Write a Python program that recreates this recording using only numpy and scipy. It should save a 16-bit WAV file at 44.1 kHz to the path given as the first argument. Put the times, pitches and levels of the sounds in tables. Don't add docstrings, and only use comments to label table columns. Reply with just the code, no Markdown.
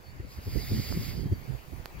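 import sys
import numpy as np
from scipy import signal
from scipy.fft import rfft, irfft, next_fast_len
from scipy.io import wavfile
from scipy.ndimage import uniform_filter1d, map_coordinates

SR = 44100
rng = np.random.default_rng(int(sys.argv[2]) if len(sys.argv) > 2 else 0)


def pcm_store(signal):
    levels = np.round(np.clip(np.atleast_2d(signal), -1, 1) * 32767)
    wavfile.write(sys.argv[1], SR, levels.astype(np.int16).T)


N = 88200

# pitch_hz, relative_db
FLUTTER_TONE = [(60, -20), (150, -3), (240, -1), (400, -6.5), (620, -24.5), (1200, -40.5), (4000, -52)]


def hiss():
    # time_s, level_db, top_boost_db
    swell = [(.24, -69.5, -3), (.32, -54, -2), (.39, -58, -2), (.55, -47, -1), (.68, -46.5, 0),
             (.85, -43.5, -2), (1.0, -45.5, -1), (1.1, -44, -4.5), (1.15, -51, -4), (1.22, -54, -5),
             (1.28, -62.5, -2), (1.335, -68, 6), (1.42, -64, 2.5), (2, -69.5, -15)]
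    # pitch_hz, relative_db
    body_tone = [(500, -13), (1000, -13), (1600, -14.5), (2100, -4), (2750, -10.5), (3300, -9.5),
                 (3900, -9), (4400, -4.5), (4780, 1), (5100, -6), (5500, -8), (6100, -19), (6900, -7),
                 (8000, -21), (10000, -24), (16000, -22)]
    # pitch_hz, relative_db
    top_tone = [(4000, -38), (7000, -9), (9000, -11), (10000, -18), (11300, -3.5), (12500, 1), (14000, -4),
                (15700, -1)]
    # pitch_hz, likeness (1 = the same)
    likeness = [(700, 0.25), (2050, 1), (3300, 0.37), (4800, 1), (8000, 0.77), (13000, 0.46)]
    # pitch_hz, lead_radians
    left_lead = [(1000, 0), (2100, -.1), (3000, 1.1), (3900, 1.0), (4800, 1.5), (5200, 1.7), (5700, 3),
                 (8300, 3.3), (10000, 6), (12700, 6.2), (15000, 7.5)]
    level_db, top_db = curves(swell)
    flow_db = level_db + .6 * wobble(25)
    ringing = rush(body_tone, likeness, patchy_db=2.12) + amp(-8.5) * sharp_ring()
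    body = amp(flow_db) * pan(-2) * ringing
    top = amp(top_db + flow_db) * pan(2.5) * rush(top_tone, likeness, patchy_db=2.5)
    head_start = lambda hz: np.exp(.5j * np.array([[1], [-1]]) * along(left_lead, hz))
    return filtered(body + top, head_start)


def sharp_ring():
    # time_s, pitch_hz
    pitch_path = [(.3, 4750), (.55, 4796), (.68, 4840), (.77, 4730), (.86, 4653), (.93, 4770), (1.03, 4700),
                  (1.12, 4780), (1.22, 4560)]
    pitch_hz, = curves(pitch_path)
    half_width_hz = 160
    keep_lows = lambda hz: 1 / np.hypot(1, (hz / half_width_hz) ** 2)
    slow_a, slow_b = filtered(rng.standard_normal((2, N)), keep_lows)
    phase = 2 * np.pi * np.cumsum(pitch_hz) / SR
    return unit(slow_a * np.cos(phase) + slow_b * np.sin(phase))


def whistles():
    # middle_s, half_length_s, pitch_hz, level_db
    notes = [(0.079, 0.036, 4490, -62), (1.294, 0.084, 3210, -66.5), (1.34, 0.028, 4600, -60),
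             (1.52, 0.042, 4850, -69)]
    waver_hz = 48
    out = np.zeros(N)
    for middle_s, half_length_s, pitch_hz, level_db in notes:
        t = np.arange(N) / SR - middle_s
        phase = 2 * np.pi * np.cumsum(pitch_hz + waver_hz * wobble(300)) / SR
        flicker_db = 2 * wobble(80)
        fade = np.exp(-(t / half_length_s) ** 2)
        out += amp(level_db + flicker_db) * fade * np.sqrt(2) * np.sin(phase)
    return out * pan(2.3)


def buffeting():
    # time_s, level_db, left_minus_right_db
    air = [(0, -57, -22.5), (.1, -48, -18), (.16, -44, 14), (.3, -48, 8), (.35, -48, -15), (.47, -44, -4),
           (.57, -30.5, -17), (.68, -39.5, -3), (.74, -28.5, 1), (.86, -39.5, -7), (1.0, -30.5, 1),
           (1.09, -37, -17), (1.29, -35.5, 2.5), (1.44, -45, -21), (1.51, -33, -16), (1.65, -50.5, -19),
           (1.75, -41.5, -17), (1.88, -52.5, -26), (2.0, -39.5, 11.5)]
    # pitch_hz, relative_db
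    rumble_tone = [(20, -35.5), (50, 4), (85, -2.5), (130, -1.5), (220, -16.5), (400, -32.5), (800, -47.5),
                   (2000, -98)]
    level_db, pan_db = curves(air)
    gust_db = level_db - level_db.mean()
    flutter_db = -10.5 + 1.43 * gust_db
    rumble = amp(gust_db) * pan(pan_db) * swirls(rumble_tone, lumpy_db=3.0)
    flutter = amp(flutter_db) * pan(0.52 * pan_db) * swirls(FLUTTER_TONE, lumpy_db=6.5)
    return amp(level_db.mean()) * (rumble + flutter)


def swirls(tone, lumpy_db):
    noise = rush(tone, [(100, 0.033)], patchy_db=3.5)
    local_power = np.abs(uniform_filter1d(noise ** 2, size=2600, axis=1))
    steady = noise / np.sqrt(local_power + 1e-9)
    lumps = amp(lumpy_db * np.array([wobble(45.14), wobble(45)]))
    return unit(steady * lumps)


def thumps():
    # middle_s, level_db, pitch_hz, half_length_s, left_minus_right_db
    big_swirls = [(0.203, -29.5, 95, 0.0047, -0.5), (.246, -35.5, 55.4, 0.0078, 5),
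                  (.388, -30, 72, 0.0051, 1), (.479, -26, 93.5, 0.0075, 4), (.563, -29, 85.6, 0.01, -13),
                  (.72, -21, 92, 0.0058, 1), (.752, -27.5, 216, 0.0094, -1), (.795, -24, 112, 0.005, -8),
                  (.905, -28, 80.5, 0.0057, -6), (.974, -19.5, 166.4, 0.003, -1.5),
                  (1.185, -27.5, 139.5, 0.0052, -9), (1.26, -22, 126.8, 0.0026, -4),
                  (1.327, -17.5, 93, 0.0068, 0), (1.502, -31, 122, 0.0093, -32),
                  (1.733, -32, 74.5, 0.0052, -9), (1.803, -30.5, 60.3, 0.0058, -20)]
    out = np.zeros((2, N))
    flutter = amp(-12.5) * rush(FLUTTER_TONE, [(100, 0.36)], patchy_db=0)
    for middle_s, level_db, pitch_hz, half_length_s, pan_db in big_swirls:
        t = np.arange(N) / SR - middle_s
        start_turn, right_shift = rng.random(2)
        phase = 2 * np.pi * (pitch_hz * t + start_turn)
        swing = np.sin(phase + np.array([[0], [1.5]]) * right_shift)
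        fade = 1 / np.cosh(np.clip(t / half_length_s, -20, 20))
        out += amp(level_db) * pan(pan_db) * fade * (swing + flutter)
    return out


def ticks():
    # start_s, level_db, left_minus_right_db, treble_limit_hz
    contacts = [(.925, -26, 1, 1297), (1.858, -19, -13.5, 10000)]
    # pitch_hz, relative_db
    ring_tones = [(750, -2), (1700, -1.5), (2900, -3.5), (4600, 0), (7000, -9), (12500, 5)]
    ring_s, crack_db = 0.0021, -13
    out = np.zeros((2, N))
    for start_s, level_db, pan_db, treble_limit_hz in contacts:
        t = np.maximum(np.arange(N) / SR - start_s, 0)
        ring = sum(amp(db) * np.sin(2 * np.pi * hz * t) for hz, db in ring_tones)
        crack = amp(crack_db) * rng.standard_normal((2, N))
        fade = (t > 0) * amp(-60 * t / ring_s)
        tick = filtered((ring + crack) * fade, lambda hz: 1 / (1 + 1j * hz / treble_limit_hz) ** 2)
        out += amp(level_db) * pan(pan_db) * tick / np.abs(tick).max()
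    return out


def background():
    # time_s, level_db
    far_levels = [(0, -53.5), (.25, -53.5), (.7, -51), (1.3, -51), (1.7, -52.5), (2, -49.5)]
    # pitch_hz, relative_db
    far_tone = [(30, 15), (120, -8), (380, 3), (650, 1), (1100, -0.5), (1600, -2.5), (2300, -3),
                (3200, -11.5), (4600, -16.5), (5700, -24), (7000, -18), (8300, -32.5), (16000, -46)]
    # pitch_hz, likeness
    far_likeness = [(300, 0.48), (700, 0.42), (1400, -0.51), (3000, 0.27)]
    # time_s, level_db
    fizz_levels = [(0, -64.5), (.22, -63.5), (1.3, -59), (1.55, -58.5), (1.8, -59), (2, -58)]
    # pitch_hz, relative_db
    fizz_tone = [(2000, -21), (4600, -5.5), (6000, -3), (8300, -9.5), (10000, -5.5), (12500, -4.5),
                 (15700, -1.5)]
    far_db, = curves(far_levels)
    fizz_db, = curves(fizz_levels)
    far = amp(far_db + .8 * wobble(9)) * rush(far_tone, far_likeness, patchy_db=2.47)
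    fizz_gain = amp(fizz_db + 0.48 * wobble(13.6)) * pan(5.6)
    return far + fizz_gain * rush(fizz_tone, [(5000, 0.0061)], patchy_db=3)


def rush(tone, likeness, patchy_db):
    grid = signal.stft(rng.standard_normal((2, N)), nperseg=512)[2]
    patches = uniform_filter1d(rng.standard_normal(grid.shape[1:]), size=4, axis=0)
    patches = uniform_filter1d(patches, size=8, axis=1)
    pair = signal.istft(grid * amp(patchy_db * unit(patches)), nperseg=512)[1][:, :N]

    def split(hz):
        angle = np.arccos(np.clip(along(likeness, hz), -1, 1)) / 2
        return amp(along(tone, hz)) * [np.cos(angle), np.sin(angle)]

    shared, opposite = filtered(pair, split)
    return unit(np.array([shared + opposite, shared - opposite]))


def amp(db):
    return 10 ** (np.asarray(db) / 20)


def unit(x):
    return x / np.sqrt(np.mean(x ** 2) + 1e-20)


def along(points, hz):
    pitches, values = np.transpose(points)
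    return np.interp(np.log(hz + 1), np.log(pitches + 1), values)


def curves(rows):
    times, *columns = np.transpose(rows)
    return [np.interp(np.arange(N) / SR, times, column) for column in columns]


def wobble(rate):
    return map_coordinates(rng.standard_normal(N), [np.arange(N) * rate / SR + 2])


def pan(db):
    gains = amp(np.array([[1], [-1]]) * db / 2)
    return gains / np.sqrt(np.mean(gains ** 2, axis=0))


def filtered(x, response):
    size = next_fast_len(N + SR // 2)
    return irfft(rfft(x, size) * response(np.fft.rfftfreq(size, 1 / SR)), size)[..., :N]


def scene():
    return hiss() + whistles() + buffeting() + thumps() + ticks() + background()


def record(dry):
    highest_hz = 15800
    return filtered(dry, lambda hz: hz < highest_hz)


dry = scene()
out = record(dry)
pcm_store(out)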